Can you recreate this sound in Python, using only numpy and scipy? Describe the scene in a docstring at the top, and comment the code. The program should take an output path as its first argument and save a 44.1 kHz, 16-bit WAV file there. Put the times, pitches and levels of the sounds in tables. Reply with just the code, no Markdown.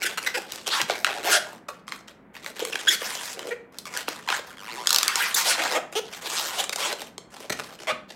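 """Long balloon twisted by hand.

Hands twist and brush a long latex balloon, stroke by stroke, in a small room. The rubber sticks and slips:
single slips snap, slow trains creak, fast uneven ones rasp and fast even ones squeak.
Every slip is a pulse run through the taut skin as a tiny falling chirp, repeated between two twists.
Jolts thud softly in low noise; the room adds a short tail of decaying noise and a faint steady rush."""
import sys
import numpy as np
from scipy import signal
from scipy.fft import rfft, irfft, next_fast_len
from scipy.io import wavfile
from scipy.ndimage import uniform_filter1d, map_coordinates

SR = 44100
rng = np.random.default_rng(int(sys.argv[2]) if len(sys.argv) > 2 else 0)


def pcm_store(signal):
    """Save signal as 16-bit PCM."""
    levels = np.round(np.clip(np.atleast_2d(signal), -1, 1) * 32767)
    wavfile.write(sys.argv[1], SR, levels.astype(np.int16).T)


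N = 359415


def amp(db):
    """Decibels to gain."""
    return 10 ** (np.asarray(db) / 20)


def unit(x):
    """Scale to rms 1."""
    return x / np.sqrt(np.mean(x ** 2) + 1e-20)


def along(points, hz):
    """Interpolate (Hz, value) points on a log frequency axis."""
    point_hz, value = np.transpose(points)
    return np.interp(np.log(hz + 1), np.log(point_hz), value)


def at(rows, t):
    """Interpolate each column of a (seconds, values..) curve at the times t."""
    row_s, *columns = np.transpose(rows)
    return [np.interp(t, row_s, column) for column in columns]


def wobble(t, knots_per_s):
    """Smooth random curve at the times t."""
    knots = rng.standard_normal(int(N * knots_per_s / SR) + 4)
    return map_coordinates(knots, [t * knots_per_s], mode="nearest")


def filtered(x, response):
    """Multiply the spectrum of x by a function of frequency."""
    m = next_fast_len(N + SR // 2)
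    return irfft(rfft(x, m) * response(np.fft.rfftfreq(m, 1 / SR)), m)[:N]


def causal(gain):
    """Minimum-phase response with this gain, by folding the cepstrum."""
    cepstrum = irfft(np.log(np.maximum(gain, 1e-6)))
    half = len(cepstrum) // 2
    folded = np.r_[cepstrum[0], 2 * cepstrum[1:half], np.zeros(half)]
    return np.exp(rfft(folded))


def pulses(times, sizes, half_width=8):
    """Band-limited impulses (windowed sincs) that may fall between samples."""
    index = np.floor(times * SR).astype(int)[:, None] + np.arange(1 - half_width, half_width + 1)
    lag = index - times[:, None] * SR
    shape = np.sinc(lag) * np.cos(np.pi * lag / (2 * half_width)) ** 2
    return np.bincount(np.clip(index, 0, N).ravel(), (sizes[:, None] * shape).ravel(), N + 1)[:N]


def stick_slip(t, rate_hz, rough, scatter_db):
    """Slip times and sizes (dB): roughness randomises how long each stick lasts and how large its slip is."""
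    cycles = np.cumsum(rate_hz) / SR
    chance = rng.standard_normal((int(cycles[-1]) + 1, 2))
    order = np.arange(len(chance))
    spread = np.clip(np.interp(order, cycles, rough), 0, 1)
    drift = np.cumsum(spread * chance[:, 0])
    # the hand's travel keeps the slips from running ahead for long
    count = order + drift - uniform_filter1d(drift, size=15, mode="nearest")
    times = np.interp(count, cycles, t)
    # slower trains make larger slips
    spacing_db = 10 * np.log10(SR / np.interp(times, t, rate_hz))
    return times, spacing_db + scatter_db * spread * (chance[:, 1] - spread)


# Radiation of the skin. Each row: frequency in Hz, level in dB per Hz.
SKIN_HZ_DB = [(100, -66), (220, -18), (330, 0.5), (470, 5), (750, 2.5), (1000, 0), (1600, 1), (2500, -1),
              (3500, -1), (5000, -3), (7800, -6.5), (10000, -12.5), (13000, -14.5), (16000, -22.5)]
# Air pockets and taut patches. 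Each row: centre in Hz, width in Hz, boost in dB.
POCKETS_HZ_HZ_DB = [(1500, 23, 2.5), (3220, 170, 2.5), (5150, 220, 1)]
# Resonance of the pinched stretch of rubber. Each row: time in seconds, centre in Hz, lift in dB.
PINCH_S_HZ_DB = [(.05, 2105, 7.5), (.9, 798, -0.5), (1.07, 2320, 2.5), (1.3, 808, -1), (1.38, 764, 9),
                 (2.9, 2486, 0), (4.08, 910, 4), (4.33, 1061, 7.5), (4.8, 950, 7), (5.2, 1470, -1),
                 (5.65, 647, 5.5), (6.4, 880, 5), (6.88, 754, 2.5), (7.9, 640, 3.5)]


def balloon(times, db, bass_db, treble_db, echo, lap_s, sweep_s, top_db, patchy_db,
            top_follow=0.41, bands=14, laps=4):
    """Slips chirp through the skin; each wave shuttles between two twists, keeping the share echo per lap."""
    hz = np.fft.rfftfreq(4096, 1 / SR)
    pockets_db = sum(g / (1 + (2 * (hz - f) / w) ** 2) for f, w, g in POCKETS_HZ_HZ_DB)
    colour = amp(along(SKIN_HZ_DB, hz) + pockets_db)
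    # low ripples travel more slowly: 1 kHz is late by sweep_s
    response = causal(colour) * np.exp(-4j * np.pi * sweep_s * np.sqrt(1000 * hz))

    def power_db(low_hz, high_hz):
        """Skin power over one range, to be taken off its tone setting."""
        return 10 * np.log10(np.mean(colour ** 2 * (hz > low_hz) * (hz < high_hz)))

    bass = bass_db - power_db(0, 850)
    middle = np.full_like(db, -power_db(850, 3000))
    treble = treble_db - power_db(3000, SR)
    tones = np.array([bass, middle, middle, treble, treble + top_follow * treble_db + top_db])
    anchors = np.log2([600, 1000, 2400, 4000, 12000])
    octaves = np.linspace(np.log2(300), np.log2(13000), bands)
    pinch_hz, lift_db = at(PINCH_S_HZ_DB, times)
    trips = np.arange(laps)[:, None]
    returns = np.clip(echo, 0, 1) ** trips
    out = np.zeros(N)
    for octave, pick in zip(octaves, np.eye(bands)):
        weights = np.array([np.interp(octave, anchors, e) for e in np.eye(len(anchors))])
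        tone_db = weights @ tones
        pinch_db = lift_db * (np.exp(-((octave - np.log2(pinch_hz)) / .38) ** 2) - .35)
        # the contact point wanders, favouring now one part of the range, now another
        patch_db = patchy_db * wobble(times, 35)
        size = amp(db + tone_db + pinch_db + patch_db) / np.linalg.norm(returns)
        drive = pulses((times + trips * lap_s).ravel(), (size * returns).ravel(), half_width=4)
        band = np.interp(np.log2(hz + 1), octaves, pick)
        # 128 samples of lead keep what rings before the pulse
        ring = np.roll(irfft(response * band), 128)[:1500]
        out += signal.oaconvolve(drive, ring)[128:N + 128]
    return out


# Steady room noise. Each row: frequency in Hz, level in dB per Hz before scaling to rms 1.
RUSH_HZ_DB = [(22, -48), (45, -19), (105, -17.5), (195, -6), (335, -11.5), (600, -16), (2100, -26),
              (5400, -59), (14400, -57)]


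def rush(level_db=-53):
    """The room's own faint, dull noise: white noise through a fixed curve."""
    noise = filtered(rng.standard_normal(N), lambda hz: amp(along(RUSH_HZ_DB, hz)))
    return amp(level_db) * unit(noise)


# Fingers shift their hold in a light, rough brush. Each row: start in seconds, length in seconds,
# crest level in dB.
BRUSHES_S_S_DB = [(0.001, .15, -38), (0.214, .09, -40.5), (0.331, .14, -47), (0.461, .21, -47),
                  (0.662, .05, -31.5), (0.94, .09, -58), (1.39, .2, -49), (1.682, .03, -43),
                  (1.72, .08, -58.5), (1.869, .14, -51.5), (2.071, .05, -51), (2.334, .08, -49.5),
                  (2.419, .11, -46), (2.549, .17, -41.5), (2.721, .16, -42), (3.385, .16, -47),
                  (3.722, .12, -57), (3.854, .09, -43.5), (4.191, .09, -52), (4.419, .16, -50),
                  (5.918, .03, -42.5), (6.039, .08, -50), (6.951, .14, -48), (7.302, .2, -49.5),
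                  (7.499, 0.26, -47.5), (7.785, .08, -45), (8.082, .068, -50.5)]
# Shared by all brushes: share of the length spent rising; bass dB, treble dB, slips a second, roughness 0-1.
BRUSH_RISE, BRUSH_TONE = 0.3, (-2.5, 0, 150, 0.6249)
# A hand twists the rubber, pressing up to a crest and easing off. Each row: start in seconds, rise in seconds,
# fall in seconds, then at the crest level in dB, bass in dB, treble in dB, slips a second, roughness 0-1.
TWISTS = [(0.704, .03, .1, -26.5, -11, -2, 900, .15), (0.875, .02, .07, -34, -4.5, -3, 190, .5),
          (0.949, .04, .06, -51, 10, 7.5, 110, .2), (1.048, .012, .08, -30, -3, -6.5, 126, .2),
          (1.1, .04, .11, -38.5, 6, -2.5, 125, .2), (1.23, .06, .03, -26.5, 1.5, -1, 200, .07),
          (1.295, .033, .027, -19, -9, -0.5, 400, .12), (1.33, .027, .028, -20.5, -1.5, 0, 740, .08),
          (2.99, .05, .2, -36, -9, 1, 700, .4), (3.17, .1, .08, -42.5, -8, 4, 750, .45),
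          (3.34, .07, .1, -46.5, 9.5, -8, 200, .5), (3.925, .058, .05, -34.5, -8.5, -1, 300, .43),
          (4.07, .025, .11, -42, -12, -1, 310, 0.5), (4.275, .062, .055, -28, -13, -3.5, 300, .37),
          (4.57, .22, .08, -37, -1, -3, 125, .07), (4.84, .17, .09, -33, -10, -1.5, 240, .35),
          (5.04, .07, .07, -28.5, -16, -9, 420, .08), (5.13, .075, .135, -27.5, -14, -2.5, 520, .18),
          (5.355, .012, .07, -25.5, -7, 3.5, 1000, .19), (5.44, .055, .05, -25.5, -0.5, 4, 1500, .12),
          (5.521, .135, .05, -27.5, -2, -2.5, 230, .3), (5.7, .02, .025, -27, 2, -3, 160, .25),
          (5.738, .022, .026, -24, 5.5, -4, 315, .1), (6.11, .03, .06, -38.5, -19, -1.5, 380, .4),
          (6.21, .055, .04, -35.5, -7, 1, 440, .45), (6.29, .08, .18, -32, -6.5, 3, 240, .3),
          (6.5, .1, .06, -36.5, 0.5, 1.5, 600, .2), (6.775, .045, .05, -28.5, -6, 0, 260, .23),
          (6.84, .04, .06, -30, -0.5, -2.5, 350, .17)]
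# Away from its crest a stroke is quieter, slower and rougher, at most by these.
EASE_DB, EASE_OCTAVES, EASE_ROUGH_SHARE = 11, 0.55, 0.316


def strokes():
    """Each hand movement as (times, level dB, bass dB, treble dB, slips a second, roughness), led by its effort."""
    brushes = [(start_s, BRUSH_RISE * length_s, (1 - BRUSH_RISE) * length_s, db, *BRUSH_TONE)
               for start_s, length_s, db in BRUSHES_S_S_DB]
    for start_s, rise_s, fall_s, db, bass_db, treble_db, rate_hz, rough in TWISTS + brushes:
        age = np.arange(int((rise_s + fall_s) * SR)) / SR
        effort = np.sin(np.pi / 2 * np.interp(age, [0, rise_s, rise_s + fall_s], [0, 1, 0]))
        ease = 1 - effort
        eased_hz = rate_hz * 2 ** (-EASE_OCTAVES * ease)
        eased_rough = rough * (1 + EASE_ROUGH_SHARE * ease)
        yield start_s + age, db - EASE_DB * ease, bass_db, treble_db, eased_hz, eased_rough


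def rubbing(level_db=-1, grit_db=-5, grit_hz=500, spiky_db=5.0):
    """One main contact sticks and slips; the other fingers add grit and ticks when it runs rough."""
    slips = []
    for t, press_db, bass_db, treble_db, rate_hz, rough in strokes():
        uneven_hz = rate_hz * np.exp(.25 * rough * wobble(t, 60))
        main, main_db = stick_slip(t, uneven_hz, rough, scatter_db=7.0)
        grit = rng.uniform(t[0], t[-1], int(grit_hz * len(t) / SR))
        # most side slips are tiny, a few stand out as ticks
        tick_db = spiky_db * np.minimum(rng.exponential(size=len(grit)), 4)
        fine_db = grit_db + tick_db + 10 * np.log10(SR / grit_hz * np.interp(grit, t, rough) ** 2)
        times = np.r_[main, grit]
        db = level_db + np.r_[main_db, fine_db] + np.interp(times, t, press_db)
        slips.append(np.broadcast_arrays(times, db, bass_db, treble_db, np.interp(times, t, rough)))
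    times, db, bass_db, treble_db, rough = np.hstack(slips)
    # rough rubbing slips at scattered spots, so the way to the twist differs from slip to slip
    scatter = 1.4 * rough * rng.standard_normal(len(times))
    lap_s = .0008 * np.exp(0.248 * wobble(times, 30) + scatter)
    return balloon(times, db, bass_db, treble_db, echo=0.76, lap_s=lap_s, sweep_s=0.001758,
                   top_db=1, patchy_db=3.5)


# A finger skids. Each row: start in seconds, length in seconds, first pitch in Hz, last pitch in Hz,
# roughness 0-1, level in dB, bass in dB, treble in dB.
SKIDS = [(0.025, 0.021, 1482, 1383, 0.09, -28.5, -28, 4), (0.053, 0.022, 1583, 1430, 0.13, -30.5, -10, 3.5),
         (0.174, 0.02, 301.3, 169, 0.2, -29, -7.5, 1), (0.262, 0.0168, 798, 696, 0.31, -24, -35, -1.5),
         (0.342, 0.024, 485, 479, 0.07, -29.5, -4.5, -2.5), (0.37, 0.015, 883, 826, 0.04, -32, 16.5, 0.5),
         (0.798, 0.013, 855, 1110, 0.11, -23.5, 4.5, -16), (1.684, 0.011, 636, 592, 0.29, -36.5, 4, -2),
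         (2.617, 0.012, 516.3, 447, 0.24, -45.5, 18, -17.5),
         (2.724, 0.012, 3706, 2270, 0.11, -26.5, -26, -10.5),
         (2.87, 0.017, 1414, 1776, 0.14, -25, -12, -8.5), (2.882, 0.014, 3440, 3220, 0.07, -26.5, 3, 5.5),
         (2.9, 0.054, 1847, 2264, 0.13, -26.5, -0.5, 0.5), (3.016, 0.0053, 597, 533, 0.01, -31, 4.5, -7),
         (3.507, 0.028, 443, 515, 0.05, -36, 7, -12), (4.389, 0.011, 488, 399.8, 0.24, -39, 8.5, 0.5),
         (5.343, 0.009, 3586, 3630, 0.1, -32.5, 7.5, 13.5), (5.953, 0.042, 380, 486, 0.03, -30, 3.5, -0.5),
         (6.583, 0.029, 703, 796.3, 0.34, -30, -8.5, 2.5), (6.725, 0.011, 601, 500, 0.13, -30.5, -11, 1.5),
         (7.497, 0.0091, 398, 349, 0.2, -28, 1.5, -1.5), (7.521, 0.012, 506.4, 459, 0.22, -28.5, -6, -1),
         (7.59, 0.014, 300, 247, 0.43, -31, -3.5, -2.5), (7.871, 0.05, 649, 589.6, 0.2, -26.5, -3.5, -8.5)]


def skids(edge_db=6):
    """Short squeaks: stick-slip trains that swell, glide and stop."""
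    slips = []
    for start_s, length_s, first_hz, last_hz, rough, db, bass_db, treble_db in SKIDS:
        t = start_s + np.arange(int(length_s * SR)) / SR
        glide_hz = np.linspace(first_hz, last_hz, len(t))
        times, size_db = stick_slip(t, glide_hz, np.full(len(t), rough), scatter_db=9)
        # 2 / pi centres the swell on 0 dB
        swell_db = edge_db * (np.sin(np.pi * (times - start_s) / length_s) - 2 / np.pi)
        slips.append(np.broadcast_arrays(times, db + size_db + swell_db, bass_db, treble_db))
    times, db, bass_db, treble_db = np.hstack(slips)
    lap_s = 0.000477 * np.exp(0.45 * wobble(times, 9))
    return balloon(times, db, bass_db, treble_db, echo=0.5, lap_s=lap_s, sweep_s=0.001426,
                   top_db=0.5, patchy_db=-2.5)


# The rubber lets go all at once. Each row: time in seconds, level in dB before the common gain,
# bass in dB, treble in dB.
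SNAPS = [(0.2293, -53, 20, 18), (0.521, -42.5, 5, 13.5), (0.5585, -43, 9, 12), (0.6694, -38.5, 9, 9),
         (0.6771, -32.5, 4, 11.5), (0.8154, -22, -10, 4), (0.8979, -21.5, 2, -4),
         (0.9075, -30.5, -9.5, 2.5), (0.9173, -38, -26, 1), (1.046, -14, -21, -3.5), (1.0671, -24, -7, -6),
         (1.2462, -36, 13.5, -1.5), (1.8799, -35, -30, 0.5), (1.9215, -28.5, -35, -4),
         (2.366, -38, -12, -4), (2.4621, -28, -28, -2), (2.651, -30.5, -26, 3), (2.7559, -25.5, -8, -1),
         (3.1522, -36.5, -5, 5.5), (3.3927, -33, -4, 2.5), (3.7858, -47.5, 2, 18.5),
         (3.9738, -32, -19, 9.5), (4.0817, -20.5, 1.5, -7.5), (4.0878, -34.5, -26, 10.5),
         (4.2877, -19.5, -19, -5.5), (4.302, -24, 1.5, 1.5), (4.3252, -21, -22, -8),
         (4.872, -23, -14, 10.5), (4.893, -34, -29, 13), (4.906, -23.5, -19, 9), (4.9291, -25.5, -23, 12),
         (4.9461, -25, -31, 12.5), (4.9612, -23.5, -29, 11.5), (4.9852, -23, -19, 9),
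         (5.0309, -25, -19, 10), (5.0803, -27.5, -27, 14.5), (5.1569, -27, -6.5, 9),
         (6.6405, -27.5, -40, 3.5), (6.6945, -30, 0, 5.5), (6.7598, -31.5, -1, 8.5),
         (6.9275, -34.5, 10, 7.5), (7.0184, -37.5, 6.5, 5), (7.1803, -33.5, -0.5, 1.5)]


def snaps(gain_db=22):
    """Single large slips, each with its own way back from the twist."""
    times, db, bass_db, treble_db = np.transpose(SNAPS)
    lap_s = 0.00101 * np.exp(0.337 * rng.standard_normal(len(times)))
    # slips go 0.7 ms ahead of the listed times
    return balloon(times - .0007, gain_db + db, bass_db, treble_db, echo=0.61, lap_s=lap_s,
                   sweep_s=0.002236, top_db=-3, patchy_db=3.5)


# The whole balloon is jolted in the hands. Each row: time in seconds, level in dB.
BUMPS_S_DB = [(0.821, -43), (7.504, -40.5), (7.595, -54), (7.921, -46)]


def bumps(t60_s=0.41, rise_s=0.0011, centre_hz=210):
    """A jolt sets the whole tube flapping: a soft, low thud of decaying noise."""
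    start_s, level_db = np.transpose(BUMPS_S_DB)[:, :, None]
    age = np.maximum(np.arange(N) / SR - start_s, 0)
    thuds = amp(level_db - 60 * age / t60_s) * (1 - np.exp(-age / rise_s))
    low_band = lambda hz: (hz / centre_hz) ** 2 / (1 + (hz / centre_hz) ** 5)
    return thuds.sum(axis=0) * unit(filtered(rng.standard_normal(N), low_band))


# Room decay. Each row: frequency in Hz, t60 in seconds.
WALLS_HZ_S = [(250, 0.5), (1000, 0.43), (4000, 0.33), (14000, 0.24)]


def room(x, early_db=1, early_t60_s=0.0047, delay_s=.004, places=12):
    """Near walls answer first, then a diffuse tail; the pattern changes as the balloon moves."""
    out = np.zeros(N)
    place = np.linspace(0, places - 1, N)
    for k in range(places):
        hz, t, grid = signal.stft(rng.standard_normal(SR // 2), SR, nperseg=256)
        late = amp(-60 * t / along(WALLS_HZ_S, hz)[:, None])
        early = amp(early_db - 60 * t / early_t60_s)
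        tail = signal.istft(grid * (late + early), SR, nperseg=256)[1]
        tail = np.pad(tail / np.linalg.norm(tail), (int(delay_s * SR), 0))
        # equal-power crossfade from place to place
        share = np.sqrt(np.clip(1 - abs(place - k), 0, 1))
        out += signal.oaconvolve(x * share, tail)[:N]
    return out


def scene(wet_db=-8):
    """The balloon close by, in its room."""
    latex = rubbing() + skids() + snaps() + bumps()
    return (latex + amp(wet_db) * room(latex) + rush())[None]


def record(dry, top_hz=16100):
    """Peaks near full scale are rounded; a steep low-pass removes what lies above top_hz."""
    rounded = dry[0] / (1 + np.abs(dry[0]) ** 6) ** (1 / 6)
    return filtered(rounded, lambda hz: 1 / (1 + (hz / top_hz) ** 120))[None]


dry = scene()
out = record(dry)
pcm_store(out)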